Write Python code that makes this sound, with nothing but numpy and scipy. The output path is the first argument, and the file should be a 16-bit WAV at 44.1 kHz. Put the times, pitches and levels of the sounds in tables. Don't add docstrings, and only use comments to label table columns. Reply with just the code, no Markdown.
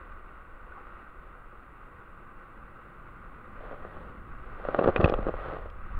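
import sys
import numpy as np
from scipy import signal
from scipy.fft import rfft, irfft
from scipy.io import wavfile

SR = 44100
rng = np.random.default_rng(int(sys.argv[2]) if len(sys.argv) > 2 else 0)


def generate_wav(signal):
    frames = np.transpose(np.atleast_2d(signal))
    scaled = np.clip(frames, -1, 1) * 32767
    pcm = np.round(scaled).astype(np.int16)
    wavfile.write(sys.argv[1], SR, pcm)


N = 264159
TIME = np.arange(N) / SR


def gain_of(db):
    return 10 ** (np.asarray(db) / 20)


def unit_rms(x):
    return x / np.sqrt(np.mean(x ** 2) + 1e-20)


def unit_peak(x):
    return x / abs(signal.hilbert(x)).max()


def envelope(curve):
    return gain_of(np.interp(TIME, *np.transpose(curve)))


def add(mix, start_s, sound):
    part = mix[max(round(start_s * SR), 0):][:len(sound)]
    part += sound[:len(part)]


def colour(x, spectrum, size=8192):
    hz, db = np.transpose(spectrum)
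    bin_hz = abs(np.fft.fftfreq(size, 1 / SR))
    log_gain = np.log(gain_of(np.interp(np.log(bin_hz + 1), np.log(hz), db)))
    response = np.exp(np.conj(signal.hilbert(log_gain)))
    taps = np.fft.ifft(response).real[:size // 2]
    return signal.fftconvolve(x, taps)[:len(x)]


def drift(rate_hz):
    hz = np.fft.rfftfreq(N, 1 / SR)
    return unit_rms(irfft(rfft(rng.standard_normal(N)) / (1 + (hz / rate_hz) ** 4), N))


def drops(per_s, spread_db):
    strength = gain_of(spread_db * np.minimum(rng.exponential(1, N), 4))
    return strength * rng.choice([-1, 1], N) * (rng.random(N) < per_s / SR)


def surge(full_s, hold_s, drain_s, rise_s=0.084):
    rise = np.minimum((TIME - full_s) / rise_s, 0)
    drain = np.maximum((TIME - full_s - hold_s) / drain_s, 0)
    return np.exp(rise - drain)


def pressure_pulse(hz, size=4096):
    phase = 2 * np.pi * hz * np.arange(size) / SR
    return np.diff(phase * np.exp(-phase), prepend=0)


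def wall_drone(db=-53.5, fastest_s=4.1, rise_db_per_s=4, fade_db_per_s=9):
    swell_db = np.minimum(rise_db_per_s * (TIME - fastest_s), fade_db_per_s * (fastest_s - TIME))
    spectrum = [(50, -22), (110, 0), (160, -3), (220, -4), (350, -13), (1000, -59)]
    return gain_of(db + swell_db) * unit_rms(colour(rng.standard_normal(N), spectrum))


# t/s, level/dB
BUFFETING = [(0, -46.5), (1.6, -50), (3.2, -50), (3.7, -45), (4.8, -42), (5.22, -30), (5.45, -40.5),
             (5.78, -38.5), (5.99, -31.5)]
# f/Hz, level/dB
RUMBLE_SPECTRUM = [(10, 0.5), (25, 5), (50, -3), (80, -9), (130, -20.5), (220, -23), (400, -46),
                   (900, -87.5)]
def rumble():
    return envelope(BUFFETING) * unit_rms(colour(rng.standard_normal(N), RUMBLE_SPECTRUM))


# t/s, relative level/dB
WATER_FLOW = [(0, -48.5), (.5, -51.5), (.8, -48.5), (1.5, -51.5), (4.4, -49.5), (4.7, -44), (5.4, -46),
              (5.7, -52.5), (5.99, -45)]
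# f/Hz, level/dB
TUBE_SPECTRUM = [(120, -25.5), (200, -11.5), (370, -8), (430, -10.5), (500, -10), (690, -14), (950, -10),
                 (1220, -1), (1520, -4), (1740, -17.5), (1940, -14), (2300, -20), (2750, -21.5),
                 (3100, -32.5), (3550, -34), (5300, -52.5), (8000, -100)]
def running_water(db=-2, swirl_db=0.52):
    splashes = unit_rms(drops(per_s=6000, spread_db=2.5)) + 0.66 * rng.standard_normal(N)
    swirl = gain_of(db + swirl_db * drift(rate_hz=8.6))
    return swirl * envelope(WATER_FLOW) * unit_rms(colour(splashes, TUBE_SPECTRUM))


# t/s, peak level/dB, initial f/Hz
BUBBLE_POPS = [(0.721, -39, 1470), (.762, -44, 1140), (0.769, -45, 1066), (.776, -45.5, 802)]
def bubbles(t60_s=0.045, rise_per_s=0.58, size=4096):
    out, t = np.zeros(N), np.arange(size) / SR
    attack = 1 - np.exp(-t / 0.0013)
    ring = unit_peak(attack * np.exp(-np.log(1000) * t / t60_s))
    for start_s, peak_db, hz in BUBBLE_POPS:
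        phase = 2 * np.pi * hz * t * (1 + rise_per_s * t / 2)
        add(out, start_s, gain_of(peak_db) * ring * np.sin(phase))
    return out


# f/Hz, level/dB
WALL_SPECTRUM = [(30, -21), (100, -7.5), (170, -4), (260, -6), (400, -2), (560, 1), (780, -6), (980, -15.5),
                 (1180, -7), (1550, -15.5), (2200, -30), (2700, -28.5), (4000, -39.5), (6500, -72.5),
                 (10000, -100)]
def wall_response(size=4096):
    return unit_peak(colour(signal.unit_impulse(size), WALL_SPECTRUM))


# t/s at full force, hold/s, spray level/dB, wake level/dB
WATER_SURGES = [(0.762, .03, -71, -62), (3.648, 0.095, -51.5, -52), (3.814, 0.24, -56.5, -53.5),
                (4.654, .06, -48, -48), (4.796, .08, -32.5, -48.5), (5.01, 0.077, -31, -56),
                (5.194, 0.074, -40, -63), (5.413, 0.078, -47.5, -43), (5.533, 0.0091, -37.5, -54)]
def spray(light_spray_db=-65, clump_db=3, drain_s=0.048):
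    patter = signal.fftconvolve(drops(per_s=1400, spread_db=3.5), wall_response())[:N]
    surges = [gain_of(db) * surge(full_s, hold_s, drain_s) for full_s, hold_s, db, _ in WATER_SURGES]
    force = gain_of(light_spray_db) + np.max(surges, axis=0)
    return force * unit_rms(patter * gain_of(clump_db * drift(rate_hz=51)))


# f/Hz, level/dB
WAKE_SPECTRUM = [(200, -31.5), (500, 0), (900, -7), (1250, -0.5), (1900, -11), (2250, -17.5), (2700, -19),
                 (3500, -27), (4500, -39.5), (6000, -60.5)]
def wake(flutter_db=0.6, fall_s=0.14):
    fizz = colour(drops(per_s=8700, spread_db=4.5), WAKE_SPECTRUM)
    surges = [gain_of(db) * surge(full_s, hold_s, fall_s) for full_s, hold_s, _, db in WATER_SURGES]
    return np.max(surges, axis=0) * unit_rms(fizz * gain_of(flutter_db * drift(rate_hz=44)))


# t/s, peak level/dB
SHOVES = [(4.886, -17), (4.992, -17), (5.031, -20), (5.0423, -7.5), (5.189, -21.5)]
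def thumps():
    out = np.zeros(N)
    spectrum = [(30, -6), (85, 4.5), (130, -2), (170, 2), (260, -7), (700, -33.5), (2000, -80)]
    flex = unit_peak(colour(pressure_pulse(hz=118), spectrum))
    for start_s, peak_db in SHOVES:
        add(out, start_s, gain_of(peak_db) * flex)
    return out


# t/s, ring level/dB, relative tick level/dB
CASE_KNOCKS = [(4.7917, -33.5, -67.5), (4.8864, -50.5, -56.5), (4.9616, -17.5, -77), (4.9715, -35.5, -76),
               (5.0108, -32.5, -50), (5.0431, -16.5, -42), (5.0565, -29, -45), (5.0868, -31.5, -55),
               (5.096, -31, -41), (5.139, -29, -61), (5.2878, -42, -64), (5.7, -51, -57)]
# f/Hz, level/dB
SHELL_SPECTRUM = [(300, -19.5), (1000, -4), (1750, 0.5), (2200, -8.5), (2480, 5.5), (2720, 4.5), (3050, -9),
                  (3400, -5.5), (3900, -24.5), (5000, -48.5), (7000, -78), (10000, -94)]
TICK_SPECTRUM = [(1000, -32.5), (3500, 1.5), (5200, -6.5), (6600, -20), (8000, -35), (12000, -37.5),
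                 (14200, -23), (16000, -42)]
def knocks(tick_gain_db=-1, scrape_s=0.0012, grit=0.62, size=4096):
    out, age = np.zeros(N), np.arange(size) / SR / scrape_s
    for start_s, ring_db, tick_db in CASE_KNOCKS:
        contact = signal.unit_impulse(size) + grit * rng.standard_normal(size) * age * np.exp(-age)
        add(out, start_s, gain_of(ring_db) * unit_peak(colour(contact, SHELL_SPECTRUM)))
        add(out, start_s, gain_of(tick_gain_db + tick_db) * unit_peak(colour(contact, TICK_SPECTRUM)))
    return out


# t/s, relative level/dB, pulse f/Hz (high for small drops, low for broad gulps)
WATER_SLAPS = [(3.7122, -32, 700), (3.73, -32, 900), (3.85, -27, 700), (3.9684, -32, 1100),
               (4.6511, -20.5, 1028), (4.6871, -13.5, 560), (4.7464, -10.5, 1100), (4.7887, -13.5, 600),
               (4.7916, -8, 520), (4.8133, -14, 330), (4.824, -16.5, 490), (4.8446, -13, 520),
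               (4.8594, -11.5, 258), (4.8759, -10, 238), (4.887, -9, 410), (4.8925, -13, 493),
               (4.962, -11.5, 1700), (5.001, -15, 598), (5.006, -11.5, 282), (5.0423, -6, 477),
               (5.0586, -12, 486), (5.098, -16, 447), (5.1223, -13.5, 290), (5.1396, -13, 1100),
               (5.1884, -19, 255), (5.2674, -16, 208), (5.286, -19, 405), (5.2924, -18, 252),
               (5.34, -25, 640), (5.5682, -23.5, 650), (5.6577, -30.5, 630)]
def slaps(db=-1, spatter=0.048, spatter_s=0.0055):
    out, wall = np.zeros(N), wall_response()
    t = np.arange(len(wall)) / SR
    for start_s, slap_db, hz in WATER_SLAPS:
        blow = unit_peak(signal.fftconvolve(pressure_pulse(hz), wall)[:len(wall)])
        trail = spatter * rng.standard_normal(len(t)) * np.exp(-t / spatter_s)
        burst = signal.unit_impulse(len(t)) + trail
        add(out, start_s, gain_of(db + slap_db) * signal.fftconvolve(burst, blow))
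    return out


def scene():
    ride = running_water() + bubbles() + rumble() + wall_drone()
    splash = spray() + wake() + slaps() + knocks() + thumps()
    return (ride + splash)[None]


# f/Hz, bandwidth/Hz, gain/dB
CASE_RESONANCES = [(163, 9.9, -0.5), (350.4, 31, 2.5), (505, 61, 3), (797, 33, 3), (1122, 140, 2.5),
                   (1885, 71, 4.5)]
# f/Hz, level/dB
HISS_SPECTRUM = [(100, -12), (5500, -9), (7500, 2.5), (10500, 4), (13000, -3.5), (15200, 8), (16000, 1.5)]
def record(dry, hiss_db=-82, cutoff_hz=15750):
    boxed = dry
    for hz, width_hz, db in CASE_RESONANCES:
        mode = signal.lfilter(*signal.iirpeak(hz, hz / width_hz, SR), dry)
        boxed = boxed + (gain_of(db) - 1) * mode
    hiss = gain_of(hiss_db) * unit_rms(colour(rng.standard_normal(N), HISS_SPECTRUM))
    low_pass = signal.firwin(511, cutoff_hz, window=("kaiser", 9), fs=SR)
    return signal.oaconvolve(boxed + hiss, low_pass[None], "same")


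dry = scene()
out = record(dry)
generate_wav(out)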